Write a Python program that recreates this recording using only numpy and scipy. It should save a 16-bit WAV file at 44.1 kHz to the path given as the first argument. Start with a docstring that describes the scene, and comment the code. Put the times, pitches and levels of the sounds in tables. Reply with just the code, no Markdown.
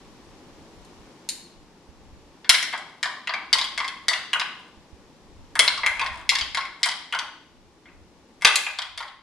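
"""Over a soft background a small child in a living room snaps metal tongs, then slaps balls into a toy tower.
Each wooden ball knocks and bounces down the zigzag ramps inside, and the room rings briefly after it.
Tower and tongs are banks of decaying sines struck by rough clicks; small dull ticks make the balls roll.
Echoes and a banded noise tail make the room; shaped noise is the background, low sines are the bumps."""
import sys
import numpy as np
from scipy import signal
from scipy.fft import rfft, irfft
from scipy.io import wavfile

SR = 44100
rng = np.random.default_rng(int(sys.argv[2]) if len(sys.argv) > 2 else 0)


def wav_out(sig):
    """Save sig, one row per channel (or a flat mono array), as 16-bit PCM at SR to the path in sys.argv[1]."""
    wavfile.write(sys.argv[1], SR, np.round(np.clip(np.atleast_2d(sig).T, -1, 1) * 32767).astype(np.int16))


N = 406602

# ball and hand on the wooden tower, and near 7.86 s the ball bumping a toy on the carpet: # start_s [s],
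# blow_db [dB], own_hz: pitch of the struck part [Hz], # then against the blow: thud_db of the frame, walls_db:
# clack of the side walls, # crack_db of the contact, own_db: the struck part's own ring [dB each]
KNOCKS = [(2.445, -23, 1550, -17, -6.5, -34, -15.5), (2.493, 5, 3010, -22.5, -1, -5, -25.5),
          (2.543, -2.5, 1670, -38.5, -3, -27, -19), (2.627, -7, 5730, -41, -12.5, -13.5, -14),
          (2.727, -17, 3200, -8, -12, -19, -7.5), (2.735, -14, 2000, -2.5, -13, -49, -6.5),
          (2.777, -31.5, 2030, -19, 2, -2, -6.5), (3.029, -6, 1790, -21, -4, -13.5, -17.5),
          (3.056, -22.5, 1980, 4.5, 8.5, -38, -18), (3.162, -48.5, 1160, -16, 12, -27, 11.5),
          (3.273, -11.5, 2780, -16, -12, -23, -5), (3.293, -14.5, 1110, -4.5, 0.5, -44, -32),
          (3.338, -19, 2280, 1.5, 1, -22, 5), (3.529, -3, 4770, -53.5, 4, -8.5, -9.5),
          (3.554, -23.5, 1065, 2, -12, -18, 7), (3.585, -6.5, 3660, -42, -6, -16, -11),
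          (3.613, -23.5, 3820, -2, 13.5, -8, -4), (3.642, -28, 3320, -22, 5, -3, 14.5),
          (3.777, -16, 2080, -6.5, 2.5, -9, -6.5), (3.802, -10, 1080, -24, -7, -34, -6),
          (3.845, -24.5, 2080, -16, 4, -13.5, 0), (3.879, -16.5, 990, -36, 0, -14.5, -26),
          (4.083, -12.5, 1987, -57.5, 12, -1.5, 2), (4.111, -19.5, 1100, 0.5, -11, -12, -10.5),
          (4.133, -6.5, 2860, -23, -5.5, -20.5, -36), (4.332, -6.5, 2920, -14, -10, -17.5, 0),
          (4.356, -18, 1488, 1, -19, -30, 4), (4.397, -14.5, 1880, -42, 2, -12, -7.5),
          (4.413, -13, 2790, -7, -5, -26, -1.5), (5.554, -11.5, 1800, -8.5, -12, -13, -10),
          (5.592, 1.5, 3100, -15.5, 1, -3.5, -30.5), (5.638, -33, 3150, -3, 9, 4, -14),
          (5.678, -6, 4020, -14, 5, -19.5, -1), (5.777, -25, 1130, -12.5, 8.5, -11.5, 3),
          (5.834, -17, 2050, 1.5, -6, -50, 3.5), (5.863, -3.5, 2294, -40, -11, -12.5, -9),
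          (5.995, -16.5, 2510, -8, -4.5, -14, 2.5), (6.014, -11.5, 1057, -7.5, -6, -25, -3.5),
          (6.062, -15.5, 1860, -22.5, -1, -23.5, -5), (6.292, -4.5, 1964, -49.5, 6.5, -8, -16),
          (6.319, -22.5, 1077, 1, -9, -25, 5.5), (6.353, -15, 1800, -42, 8, -7, -7),
          (6.386, -17.5, 3800, -28, 4.5, -8, -15), (6.411, -31.5, 3260, -17.5, 22, -7, 16),
          (6.547, -16, 2010, -10.5, 4, -9.5, -22), (6.572, -11.5, 1073, -5, -4, -18, -2),
          (6.608, -27.5, 2140, -25, 6.5, -18, 0), (6.653, -23.5, 2130, -18, -4.5, -20, -5),
          (6.831, -6.5, 2020, -44, 5, -8.5, -8), (6.859, -8, 1084, -9, -13.5, -7, -14.5),
          (6.888, -18.5, 3150, -18, 7, -7, -21), (6.914, -25, 3240, -22.5, 9, -19, 2),
          (7.125, -11, 2930, -16, -13, -19, -2), (7.137, -19.5, 1485, -24, -10, -40, 4.5),
          (7.148, -14.5, 1050, -4, -5.5, -21, -7), (7.189, -13, 1080, -21, 0.5, -16, -41),
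          (7.856, -31, 2900, -18, -25, -58, -13), (7.885, -38, 2520, -13, -22, -58, -8),
          (8.411, -33.5, 2240, -43, -9, -11, -8), (8.421, -17, 2160, -9, -6, -11, -24),
          (8.448, -1.5, 2687, -7.5, 6.5, -7, -0.5), (8.47, -9, 3460, -5.5, 1, -4.5, 7.5),
          (8.558, -11, 2510, -54, -0.5, -4, -3), (8.666, -18, 2480, -7, -20, -60, 4.5),
          (8.787, -17, 3400, -5.5, 5, -13, -14), (8.819, -20, 3210, -17, 2, -15, -8),
          (8.976, -21, 3330, -9, 3, -8, -19), (9.005, -22, 1083, -5, -6, -23, -1),
          (9.027, -29.5, 2000, -4, 0, -20, -5), (9.08, -32, 3280, -21, -2.5, -20, -1.5)]


def from_db(db):
    """Gain of a level in dB."""
    return 10 ** (np.asarray(db) / 20)


def rms_one(x):
    """Scale a sound to unit power."""
    return x / np.sqrt(np.mean(x ** 2) + 1e-20)


def at_hz(table_hz, values, hz):
    """Read a curve drawn as straight lines on a log-frequency axis."""
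    return np.interp(np.log(hz), np.log(table_hz), values)


def in_time(rows):
    """Draw a (time in s, value) curve at every sample."""
    return np.interp(np.arange(N) / SR, *np.transpose(rows))


def clicks(seconds, sizes):
    """Lay down one single-sample click for each blow."""
    train = np.full(N, 1e-18)  # a tiny offset keeps filters out of denormal numbers
    np.add.at(train, np.round(np.asarray(seconds) * SR).astype(int), sizes)
    return train


def place(seconds, shapes):
    """Lay down each blow's waveform at its time."""
    at = np.round(np.asarray(seconds) * SR).astype(int)[:, None] + np.arange(shapes.shape[1])
    return np.bincount(at.ravel(), shapes.ravel(), N + SR)[:N] + 1e-18


def ring(train, hz, t60):
    """Two-pole resonator: a unit click starts a decaying sine that loses 60 dB in t60 seconds."""
    radius = from_db(-60 / (t60 * SR))
    angle = 2 * np.pi * hz / SR
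    return signal.lfilter([0, np.sin(angle)], [1, -2 * radius * np.cos(angle), radius * radius], train)


def chatter(rough, count):
    """Loose parts pass a click to and fro: three all-passes spread it in time but keep its colour."""
    longest_gap_s = 0.0014
    size = SR // 20
    first = 1 - np.reshape(rough, (-1, 1, 1))  # rough is the share that rebounds
    click = rfft(np.hanning(6)[1:-1] / 2.5, size)  # the blow takes a tenth of a millisecond
    gaps = longest_gap_s * SR * rng.uniform(.15, 1, (count, 3, 1))
    later = np.exp(-2j * np.pi * gaps.round() * np.arange(len(click)) / size)
    rebounds = (first - later) / (1 - first * later)
    return irfft(click * np.prod(rebounds, axis=1), size)


def bands(length, low_hz):
    """Third-octave bands of mid and side noise with their centre pitch."""
    edges = low_hz * 2 ** np.arange(0, np.log2(17000 / low_hz), 1 / 3)
    white = rng.standard_normal((2, 2, length))  # neighbouring bands use different noise
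    for k, (low, high) in enumerate(zip(edges, edges[1:])):
        band = signal.butter(2, [low, high], "band", fs=SR, output="sos")
        yield np.sqrt(low * high), signal.sosfilt(band, white[k % 2])


def stereo(mid_side, alike):
    """Mix mid and side into left and right that agree by the given share."""
    alike = np.clip(alike, 0, 1)
    mid, side = mid_side
    return np.sqrt(1 + alike) * mid + np.sqrt(1 - alike) * side * [[1], [-1]]


def background():
    """Soft broad noise of the house and the microphone, built from bands; its level drifts."""
    # colour of the noise: band_hz [Hz], level_db [relative dB per Hz]
    colour = [(59, -35.5), (100, -12), (177, -2), (315, -1), (442, -6.5), (502, -5.5), (634, -14),
              (909, -7), (1250, -16.5), (5530, -21.5), (11100, -36), (13800, -45), (16000, -75)]
    # level over time, ahead of the left-right tilt: time_s [s], level_db [dB]
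    drift = [(0.0, -50), (1.1, -49.5), (1.6, -54), (2.4, -53), (2.77, -55), (5.57, -53), (5.83, -57.5),
             (6.37, -54), (6.96, -57.5), (8.45, -55), (8.73, -67), (9.22, -63)]
    # left-right likeness: band_hz [Hz], alike [share 0-1]
    likeness = [(120, 1), (300, 0.98), (1000, 0.74), (4000, 0.069), (12000, 0.15)]
    hz, level_db = np.transpose(colour)
    like_hz, alike = np.transpose(likeness)
    noise = sum(from_db(at_hz(hz, level_db, f)) * stereo(pair, at_hz(like_hz, alike, f))
                for f, pair in bands(N, low_hz=92.5))
    tilt = from_db([[.8], [-.8]])  # a little stronger on the left
    return rms_one(noise) * from_db(in_time(drift)) * tilt


def rumble():
    """Lumpy low noise, its own at each microphone port; its level wanders through ten random points a second."""
    # level around which the lumps vary: time_s [s], level_db [dB]
    course = [(0.0, -53), (1.13, -61), (1.51, -66), (2.18, -54.5), (3.18, -70.5), (3.59, -59),
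              (4.41, -67.5), (4.88, -58.5), (6.37, -49.5), (7.04, -65), (8.37, -60.5), (8.63, -62),
              (9.22, -67)]
    top_hz, lump_db = 93, 4.5
    band = signal.butter(3, [15, top_hz], "band", fs=SR, output="sos")
    low = signal.sosfilt(band, rng.standard_normal((2, N)))
    lumps = np.interp(np.arange(N) / SR * 10, np.arange(100), rng.standard_normal(100))
    return rms_one(low) * from_db(in_time(course) + lump_db * lumps)


def thumps():
    """Dull bumps on the microphone housing: decaying low sines, stronger on one side."""
    # start_s [s], level_db: mean of both sides' clicks [dB], pan_db: left over right [dB]
    bumps = [(1.889, -50, -29), (2.128, -49, -24), (4.773, -46, -13), (4.929, -44.5, -25.5),
             (6.111, -42.5, -22), (6.418, -35.5, 13)]
    pitch_hz, t60_s = 70, .09
    start_s, level_db, pan_db = np.transpose(bumps)
    return np.array([ring(clicks(start_s, from_db(level_db + side * pan_db / 2)), pitch_hz, t60_s)
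                     for side in (1, -1)])


def room(x):
    """Direct sound, a few near echoes, then a diffuse noise tail that dies band by band."""
    # reflections off furniture and walls: delay_s [s], level_db [dB]
    wall_echoes = [(.0075, -20), (.012, -11), (0.0164, -24)]
    # tail: band_hz [Hz], t60_s [s], wet_db: against the direct sound, ahead of the early burst [dB],
    # alike: left-right likeness [share 0-1]
    tail_bands = [(483, 0.61, -7, 0.85), (1260, 0.52, -4.5, 1), (3240, 0.65, -10.5, 0.29),
                  (5000, 0.63, -14.5, 0.25), (8300, 0.43, -11, 0.081)]
    rise_s = 0.003
    early_db, early_s = -14, .02  # near surfaces add a dense first burst to the tail
    floor_echo = (.0042, -1.5)  # delay in s, level in dB
    left_db = 2  # left over right: the toy stands left of the microphone
    t = np.arange(SR) / SR
    hz, t60_s, wet_db, alike = np.transpose(tail_bands)
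    tail = 0
    for f, pair in bands(SR, low_hz=164.3):
        decay_db = at_hz(hz, wet_db, f) - 60 * t / at_hz(hz, t60_s, f)
        tail = tail + stereo(pair, at_hz(hz, alike, f)) * from_db(decay_db)
    shape = (1 - np.exp(-t / rise_s)) * (1 + from_db(early_db) * np.exp(-t / early_s))
    response = tail * shape / np.sqrt(SR / 100)
    response[:, 0] += 1  # direct sound
    for k, (delay_s, echo_db) in enumerate([floor_echo] + wall_echoes):
        at = round(delay_s * SR)
        # echoes reach left and right first by turns, two samples apart
        response[[0, 1], [at + 2 * (k % 2), at + 2 * (1 - k % 2)]] += from_db(echo_db)
    return signal.fftconvolve(x[None], response, axes=1)[:, :N] * from_db([[left_db / 2], [-left_db / 2]])


def from_spots(x):
    """Each knock moves the sound to the next of four places, each with its own path through the room."""
    spots = 4
    knock_s = np.transpose(KNOCKS)[0]
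    spot = np.searchsorted(knock_s, np.arange(N) / SR) % spots
    return sum(room(x * (spot == k)) for k in range(spots))


def tongs():
    """The steel tips meet: a rough click rings short bright modes."""
    # start_s [s], level_db: strength of the click [dB]
    snaps = [(0.849, -53), (1.2894, -21), (8.557, -15)]
    # modes of the tongs: mode_hz [Hz], mode_db [dB], t60_s [s]
    steel_modes = [(2000, 0, 0.0019), (2930, -3, 0.0062), (3770, 4, 0.0057), (4300, 6, 0.013),
                   (4740, 8, 0.0045), (5940, 11, 0.0013), (7020, 2.5, 0.02), (6370, -2, 0.0069),
                   (7320, 2, 0.014), (8300, 3, 0.0071), (8930, 4, 0.017), (9500, 1, 0.012),
                   (10770, 3.5, 0.0088), (11050, 14.5, 0.0034)]
    start_s, level_db = np.transpose(snaps)
    snap = place(start_s, from_db(level_db)[:, None] * chatter(rough=0.07, count=len(start_s)))
    rings = sum((-1) ** k * from_db(mode_db) * ring(snap, hz, t60)
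                for k, (hz, mode_db, t60) in enumerate(steel_modes))
    return signal.sosfilt(signal.butter(4, 1500, "high", fs=SR, output="sos"), rings)


def palm():
    """Each slap of the palm gives a short low push and the hollow pop of the cupped air."""
    # start_s [s], push_db: low push [dB], cup_db: hollow cup [dB], cup_hz: cup pitch [Hz]
    slaps = [(2.493, -46, -38, 400), (5.595, -53, -21, 636), (8.449, -48, -24, 520)]
    push_hz, push_t60_s, cup_t60_s = 165.7, 0.033, 0.016
    out = 0
    for start_s, push_db, cup_db, cup_hz in slaps:
        push = ring(clicks([start_s], from_db(push_db)), push_hz, push_t60_s)
        pop = ring(clicks([start_s], from_db(cup_db)), cup_hz, cup_t60_s)
        out = out + push + pop
    return out


def roll_level():
    """A ball lands on a ramp and rolls: the level swells after the landing, then fades as it slows."""
    # start_s [s], top_db: tick level at its loudest [dB]
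    rolls = [(2.63, -48.5), (3.03, -50.5), (3.278, -45.5), (3.78, -49), (4.33, -43.5), (5.78, -30),
             (5.999, -49), (6.55, -46), (8.561, -47)]
    swell_s, fade_db_per_s, start_db = 0.26, 74, -31  # start_db is against the loudest point
    start_s, top_db = np.transpose(rolls)[:, :, None]
    since = np.arange(0, N, 64) / SR - start_s  # one value for every 64 samples
    shape_db = np.minimum(start_db * (1 - since / swell_s), -fade_db_per_s * (since - swell_s))
    loudest = np.max(from_db(top_db + shape_db) * (since > 0), axis=0)
    return np.repeat(loudest, 64)[:N]


def tower():
    """Knocks strike all wooden modes, each with a slightly new strength; rolling feeds them dull ticks."""
    # where the blow's parts are heard: part_hz [Hz] of frame, ramps, side walls, crack
    part_hz = [1000, 2000, 4700, 8500]
    # modes of the tower: mode_hz [Hz], mode_db [dB]
    wood_modes = [(620, -11.5), (760, -9), (950, -3.5), (1090, -1.5), (1280, -6), (1480, -4.5),
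                  (1750, -5.5), (1950, -3), (2100, -0.5), (2330, -4.5), (2550, -6.5), (2850, -4.5),
                  (3150, 1.5), (3400, 3.5), (3800, 1.5), (4300, 4), (4650, 6), (5050, 5.5), (5800, 3),
                  (6800, 4.5), (7700, 8.5), (8650, 11.5), (9800, 12.5), (11000, 8.5)]
    ramps_db = 0.5  # the ramps ring at a steady share of every blow
    spread_db = 1.5  # random difference from blow to blow
    wood_rough, hard_rough, hard_from_db = 0.08, 0.2, -3  # the hardest blows shake the whole tower loose
    wood_cycles, own_cycles = 16, 38  # cycles to lose 60 dB: modes, struck part's own ring
    struck_db, struck_octaves = 4.5, 0.15  # modes near the struck part's own pitch ring louder
    ticks_per_s, roll_dull_hz = 140, 3100
    radiates_from_hz = 712  # small wooden parts send out no bass

    start_s, blow_db, own_hz, thud_db, walls_db, crack_db, own_db = np.transpose(KNOCKS)
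    count = len(start_s)
    signs = (-1) ** np.arange(len(wood_modes))  # neighbouring modes move in opposite sense
    spread = from_db(spread_db * rng.standard_normal((count, len(wood_modes)))) * signs
    shapes = chatter(np.where(blow_db > hard_from_db, hard_rough, wood_rough), count)
    ticks = (rng.random(N) < ticks_per_s / SR) * rng.standard_normal(N) * roll_level()

    own = [from_db(db) * ring(shape, hz, own_cycles / hz)
           for db, hz, shape in zip(blow_db + own_db, own_hz, shapes)]
    out = place(start_s, np.array(own))
    for k, (hz, mode_db) in enumerate(wood_modes):
        part_db = np.array([at_hz(part_hz, [thud, ramps_db, walls, crack], hz)
                            for thud, walls, crack in zip(thud_db, walls_db, crack_db)])
        near_db = struck_db * np.exp(-(np.log2(hz / own_hz) / struck_octaves) ** 2)
        strength = from_db(blow_db + part_db + near_db) * spread[:, k]
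        blows = place(start_s, shapes * strength[:, None])
        rolling = ticks / (1 + (hz / roll_dull_hz) ** 2) * (-1) ** k
        out += from_db(mode_db) * ring(blows + rolling, hz, wood_cycles / hz)
    return signal.sosfilt(signal.butter(3, radiates_from_hz, "high", fs=SR, output="sos"), out)


def scene():
    """Toy, palm and tongs in the room over background, rumble and bumps."""
    return from_spots(tower() + palm() + tongs()) + background() + rumble() + thumps()


def record(dry):
    """The microphone fades in the treble, peaks are rounded, the top is cut."""
    mic_top_hz, cutoff_hz = 13900, 16100  # from cutoff_hz up the last filter takes away 90 dB
    ceiling = 1.0
    heard = signal.sosfilt(signal.butter(4, mic_top_hz, fs=SR, output="sos"), dry)
    limited = heard / (1 + np.abs(heard / ceiling) ** 4) ** .25
    return signal.sosfilt(signal.cheby2(12, 90, cutoff_hz, fs=SR, output="sos"), limited)


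dry = scene()
out = record(dry)
wav_out(out)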